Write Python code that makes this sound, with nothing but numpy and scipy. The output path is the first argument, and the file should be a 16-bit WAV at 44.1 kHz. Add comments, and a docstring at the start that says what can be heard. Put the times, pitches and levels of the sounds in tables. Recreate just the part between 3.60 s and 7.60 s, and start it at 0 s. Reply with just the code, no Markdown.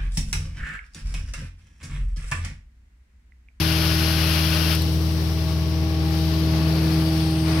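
"""Inside a house, at the handle of a carpet cleaning wand that is drawn back and pushed forward again.
The vacuum blower lays down a bed of drone and rumble while air rushes into the slot and up the tube.
Water jets hiss on the carpet until the valve snaps shut with a few short spits.
On the push a thin hiss rises at the lip, and near the end the rush at the slot swells again."""
import sys
import numpy as np
from scipy import signal
from scipy.fft import rfft, irfft
from scipy.io import wavfile

SR = 44100
rng = np.random.default_rng(int(sys.argv[2]) if len(sys.argv) > 2 else 0)


def log_audio(samples):
    """Write samples as a 16-bit WAV file to the path given in sys.argv[1]."""
    # one column per channel
    frames = np.atleast_2d(samples).T
    # limit to full scale, then quantise
    limited = np.clip(frames, -1, 1)
    pcm = np.round(limited * 32767).astype(np.int16)
    wavfile.write(sys.argv[1], SR, pcm)


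N = 176400
TIME = np.arange(N) / SR
FREQ = np.maximum(np.arange(N // 2 + 1) * SR / N, 1)
TOP_HZ = 15800
FLUTTER_HZ = 17

# tone colour of hose and machine (frequency [Hz], relative level [dB])
RUMBLE_SPECTRUM = [(20, -20), (37, -24), (55, 4), (100, 3.5), (190, 7), (280, 1), (400, 2.5), (550, -4),
                   (800, -14.5), (1200, -28.5), (2500, -52)]
# how mono the rumble is (frequency [Hz], shared power [0-1])
RUMBLE_MONO = [(30, 0.61), (300, 0.98), (600, 0.7), (1200, 0.29)]
# envelope of the rumble (time [s], level [dB])
RUMBLE_ENVELOPE = [(0, -37.5), (1.2, -36), (2, -37.5), (2.6, -36), (3.2, -31), (3.7, -35), (4, -33)]
# drone as the listener walks through the room (time [s], harmonic 1 [dB], 2 [dB], 4 [dB])
DRONE_LEVELS = [(0, -25, -26, -29.5), (.5, -23, -26.5, -31), (1, -23.5, -26, -32.5),
                (1.45, -22.5, -27.5, -32), (1.75, -24, -29, -35), (1.97, -24, -27, -36.5),
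                (2.25, -23.5, -29.5, -30.5), (2.5, -23.5, -26, -31), (2.8, -23, -25, -28),
                (3.1, -24, -22.5, -29), (3.35, -25.5, -23, -25.5), (3.7, -26, -24, -26.5),
                (4, -25, -23.5, -25)]
# weaker hum tones: low mains hum and faint blower overtones (pitch [x pulse rate], base level [dB])
HUM_TONES = [(.5, -47), (1.25, -41), (1.5, -34.5), (1.75, -39), (2.25, -55), (2.5, -62), (3, -57.5),
             (3.5, -50.5), (4.88, -48.5), (6, -50.5), (8, -44.5), (10, -49.5), (12, -59), (14, -53)]
# room swell added to three of the overtones (time [s], harmonic 8 [dB], 10 [dB], 14 [dB])
ROOM_SWELL = [(0, -5, 0, -6), (.45, -3.5, 3, 6), (.8, -10, -2.5, -12), (1.4, -6, -4.5, -6),
              (1.75, 0, 0.5, -2), (1.95, 1, -5, 1.5), (2.15, -1.5, 0.5, 3), (2.38, 0.5, 3, 5),
              (2.62, 3, 7, -4), (2.8, 0.5, -9, -1), (3.05, 4.5, 0, 4), (3.25, -1, -6, -15),
              (3.47, 4, 5.5, -7), (3.68, -1.5, 7.5, -4), (4, 4.5, -5, -11)]
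# the drone drifts from the left to the middle (time [s], full left minus right [dB])
DRONE_BALANCE = [(0, 3), (1.2, 3.5), (2.25, 3.5), (2.75, 3), (3.25, 1.3), (3.8, 0.5)]
# breathy resonance of the slot (time [s], centre [Hz], level [dB])
SLOT_BAND = [(0, 4980, -43), (1.2, 5500, -49.5), (2.3, 5450, -52), (2.6, 4680, -50), (3.2, 4560, -47),
             (3.7, 4630, -46), (4, 4820, -52)]
# thin hiss at the lip of the slot (time [s], centre [Hz], level [dB])
LIP_BAND = [(0, 12500, -70), (2.35, 11360, -74), (2.55, 12000, -57), (2.75, 13300, -58), (2.9, 11480, -59),
            (3.2, 11600, -57.5), (3.5, 9400, -59), (3.8, 9120, -54), (4, 9200, -53)]
# tone colour of air entering the slot (frequency [Hz], relative left [dB], relative right [dB])
SUCTION_SPECTRUM = [(300, -24, -27), (660, -1, 2.5), (1220, -.5, -5), (1440, -3, -7), (2040, -2.5, -8.5),
                    (2370, -1.5, -9), (2970, -0.5, -8), (3770, -2.5, -10.5), (4440, -0.5, -10.5),
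                    (5540, -2, -15), (6330, -12, -20), (7300, -21, -26), (8140, -11.5, -30),
                    (9000, -12, -24), (10200, -11, -24), (12200, -7.5, -21), (14000, -11.5, -22),
                    (15800, -15, -22)]
# how mono the rush is (frequency [Hz], shared power [0-1])
SUCTION_MONO = [(300, 1), (650, 0.25), (1400, 0.12), (3000, 0.15), (7000, 0.06), (15000, 0.04)]
# band envelopes of the rush (time [s], low-mid [dB], upper-mid [dB], presence [dB], treble [dB])
SUCTION_ENVELOPES = [(0, -42, -38, -34.5, -43), (1.2, -39.5, -39, -35, -42),
                     (1.4, -40.5, -43.5, -39, -42.5), (1.65, -40, -44.5, -39, -44.5),
                     (2, -40.5, -44, -40, -46.5), (2.38, -40, -45, -41, -48.5),
                     (2.6, -38.5, -41.5, -37, -43.5), (2.9, -37.5, -41.5, -37, -45.5),
                     (3.3, -35, -41.5, -37.5, -43.5), (3.6, -37.5, -40, -37, -43),
                     (3.82, -39.5, -42, -40, -47.5), (3.89, -33, -39.5, -36, -44),
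                     (4, -31.5, -40, -35, -47)]
# tone colour of the water jets (frequency [Hz], relative left [dB], relative right [dB])
JET_SPECTRUM = [(300, -8, -12), (520, -15, -9), (618, 5.5, -6), (690, -8.5, -12), (960, -7, -6),
                (1260, -2, -7), (1350, -3, -4), (1460, 2.5, -7.5), (1610, -1.5, -5), (1840, -1.5, -20),
                (2070, -3.5, -11), (2400, -0.5, -7), (3000, 2, -8.5), (3440, -2, -9), (3700, -4, -13),
                (4270, -0.5, -8), (5500, -1.5, -17), (6400, -13.5, -22), (7400, -24.5, -27),
                (8100, -21.5, -34), (9400, -13, -23.5), (11400, -5.5, -22), (12800, -9, -22),
                (13800, -14.5, -23), (15800, -21, -23)]
# how mono the jets are (frequency [Hz], shared power [0-1])
JET_MONO = [(300, 1), (650, 0.5), (1400, 0.076), (2400, 0.74), (4500, 0.49), (7000, 0.17), (15000, .02)]
# spits of the closing valve (time [s], level [dB])
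VALVE_SPITS = [(1.149, -24.5), (1.156, -37), (1.219, -30), (1.225, -38)]
# resonances the spits excite (centre [Hz], half-width [Hz], gain [dB])
VALVE_RESONANCES = [(4490, 1600, -4), (9600, 2700, -5.5), (12900, 660, -4.5)]


def undb(db):
    return 10 ** (np.asarray(db) / 20)


def unit(x):
    """Scale to an rms of 1."""
    return x / np.sqrt(np.mean(x ** 2))


def curve(rows, column=1):
    """One column of a table as a straight-line envelope."""
    rows = np.array(rows)
    return np.interp(TIME, rows[:, 0], rows[:, column])


def pan(db):
    """Stereo gains for a level difference; positive leans left."""
    return undb(np.array([[.5], [-.5]]) * db)


def wander(rate_hz):
    """Smooth random modulation of rms 1, rolling off above the rate."""
    return unit(irfft(rfft(rng.standard_normal(N)) / (1 + (FREQ / rate_hz) ** 4), N))


def stereo_noise(spectrum, mono):
    """Coloured noise of rms 1, partly the same on both sides."""
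    def over_frequency(table):
        hz, *columns = np.array(table).T
        return np.array([np.interp(np.log(FREQ), np.log(hz), column) for column in columns])
    share = over_frequency(mono)
    centre = np.sqrt(share) * rfft(rng.standard_normal(N))
    sides = np.sqrt(1 - share) * rfft(rng.standard_normal((2, N)))
    return unit(irfft((centre + sides) * undb(over_frequency(spectrum)) * (FREQ < TOP_HZ), N))


def band_noise(centre_hz, half_width_hz):
    """A noise band of rms 1 whose centre may glide."""
    phase = 2 * np.pi * np.cumsum(centre_hz * np.ones(N)) / SR
    return wander(half_width_hz) * np.cos(phase) + wander(half_width_hz) * np.sin(phase)


def close_echoes(hiss, longest_s=.006, gain=.07, count=7):
    """Reflections from wand and body give a hiss a slightly hollow ring."""
    comb = 1
    for distance, polarity in rng.uniform(0, 1, (count, 2)):
        delay_s = longest_s * (1 + distance) / 2
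        comb = comb + gain * np.sign(polarity - .5) * np.exp(-2j * np.pi * FREQ * delay_s)
    return unit(irfft(rfft(hiss) * comb, N))


def hose_rumble():
    """A low bed of turbulence from hose and machine."""
    return stereo_noise(RUMBLE_SPECTRUM, RUMBLE_MONO) * undb(curve(RUMBLE_ENVELOPE)) * pan(db=4)


def blower_and_hum(pulse_hz=79.86, speed_wander=.0006, waver_hz=1.1):
    """Blower drone and low mains hum; standing waves in the room make each tone swell and fade."""
    phase = 2 * np.pi * np.cumsum(pulse_hz * (1 + speed_wander * wander(rate_hz=2.2))) / SR
    swell_db = {order: curve(ROOM_SWELL, column) for column, order in enumerate((8, 10, 14), 1)}

    def tone(order, db, drift_rad=0):
        pan_share = .21 if order <= 1 or order in swell_db else 1  # these sit near the middle
        wave = np.sqrt(2) * np.cos(order * phase + drift_rad + rng.uniform(0, 2 * np.pi))
        return wave * undb(db) * pan(pan_share * curve(DRONE_BALANCE))

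    drone = np.zeros((2, N))
    for column, order in enumerate((1, 2, 4), 1):
        drone += tone(order, curve(DRONE_LEVELS, column) + .2 * wander(rate_hz=7.3))
    for multiple, db in HUM_TONES:
        order = round(multiple * 8) / 8  # snap to eighths of the pulse rate
        if order < 2:
            drone += tone(order, db + 1.3 * wander(waver_hz))
        else:  # higher tones waver separately on each side
            waver_db = 1.7 * np.array([wander(waver_hz), wander(waver_hz)])
            drift_rad = .23 * np.array([wander(waver_hz), wander(waver_hz)])
            drone += tone(order, db + swell_db.get(order, 0) + waver_db, drift_rad)
    return drone


def slot_hiss():
    """The slot and its lip resonate in two bands that shift as the wand is pushed forward."""
    slot = band_noise(curve(SLOT_BAND), half_width_hz=520) * undb(curve(SLOT_BAND, 2))
    lip = band_noise(curve(LIP_BAND), half_width_hz=1000) * undb(curve(LIP_BAND, 2))
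    return slot * pan(db=13.5) + lip * pan(db=22)


def suction_rush(crossovers_hz=(2660, 3680, 7100), flutter_db=.43):
    """Air and water flutter through the slot; the colour follows how tightly it seals on the pile."""
    air = rfft(close_echoes(stereo_noise(SUCTION_SPECTRUM, SUCTION_MONO)))
    band_of_bin = np.searchsorted(crossovers_hz, FREQ)
    shared_flutter = wander(FLUTTER_HZ)
    rush = np.zeros((2, N))
    for band in range(len(crossovers_hz) + 1):
        db = curve(SUCTION_ENVELOPES, band + 1) + flutter_db * (shared_flutter + wander(FLUTTER_HZ))
        rush += unit(irfft(air * (band_of_bin == band), N)) * undb(db)
    return rush


def water_jets(start_db=-25.5, sag_db_per_s=.1, flutter_db=.5, shut_s=1.137, release_s=.042):
    """Jets hiss on the carpet and die quickly once the valve shuts."""
    pressure = np.exp(-np.maximum(TIME - shut_s, 0) / release_s)
    db = start_db - sag_db_per_s * np.minimum(TIME, shut_s) + flutter_db * wander(FLUTTER_HZ)
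    return close_echoes(stereo_noise(JET_SPECTRUM, JET_MONO)) * pressure * undb(db)


def valve_spits(attack_s=.001, decay_s=.0033):
    """The valve spits in short, bright bursts as it closes and seats."""
    envelope = np.zeros(N)
    for start_s, db in VALVE_SPITS:
        age = np.maximum(TIME - start_s, 0)
        envelope += undb(db) * np.minimum(age / attack_s, 1) * np.exp(-age / decay_s)
    ring = sum(undb(db) * band_noise(hz, half_width) for hz, half_width, db in VALVE_RESONANCES)
    return envelope * ring * pan(db=13)


def scene():
    """The machine bed with the wand up close on top."""
    bed = blower_and_hum() + hose_rumble()
    return bed + suction_rush() + slot_hiss() + water_jets() + valve_spits()


def record(dry):
    """A steep low-pass trims the very top of the mix."""
    return signal.sosfilt(signal.ellip(12, .1, 90, TOP_HZ, fs=SR, output="sos"), dry)


dry = scene()
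out = record(dry)
log_audio(out)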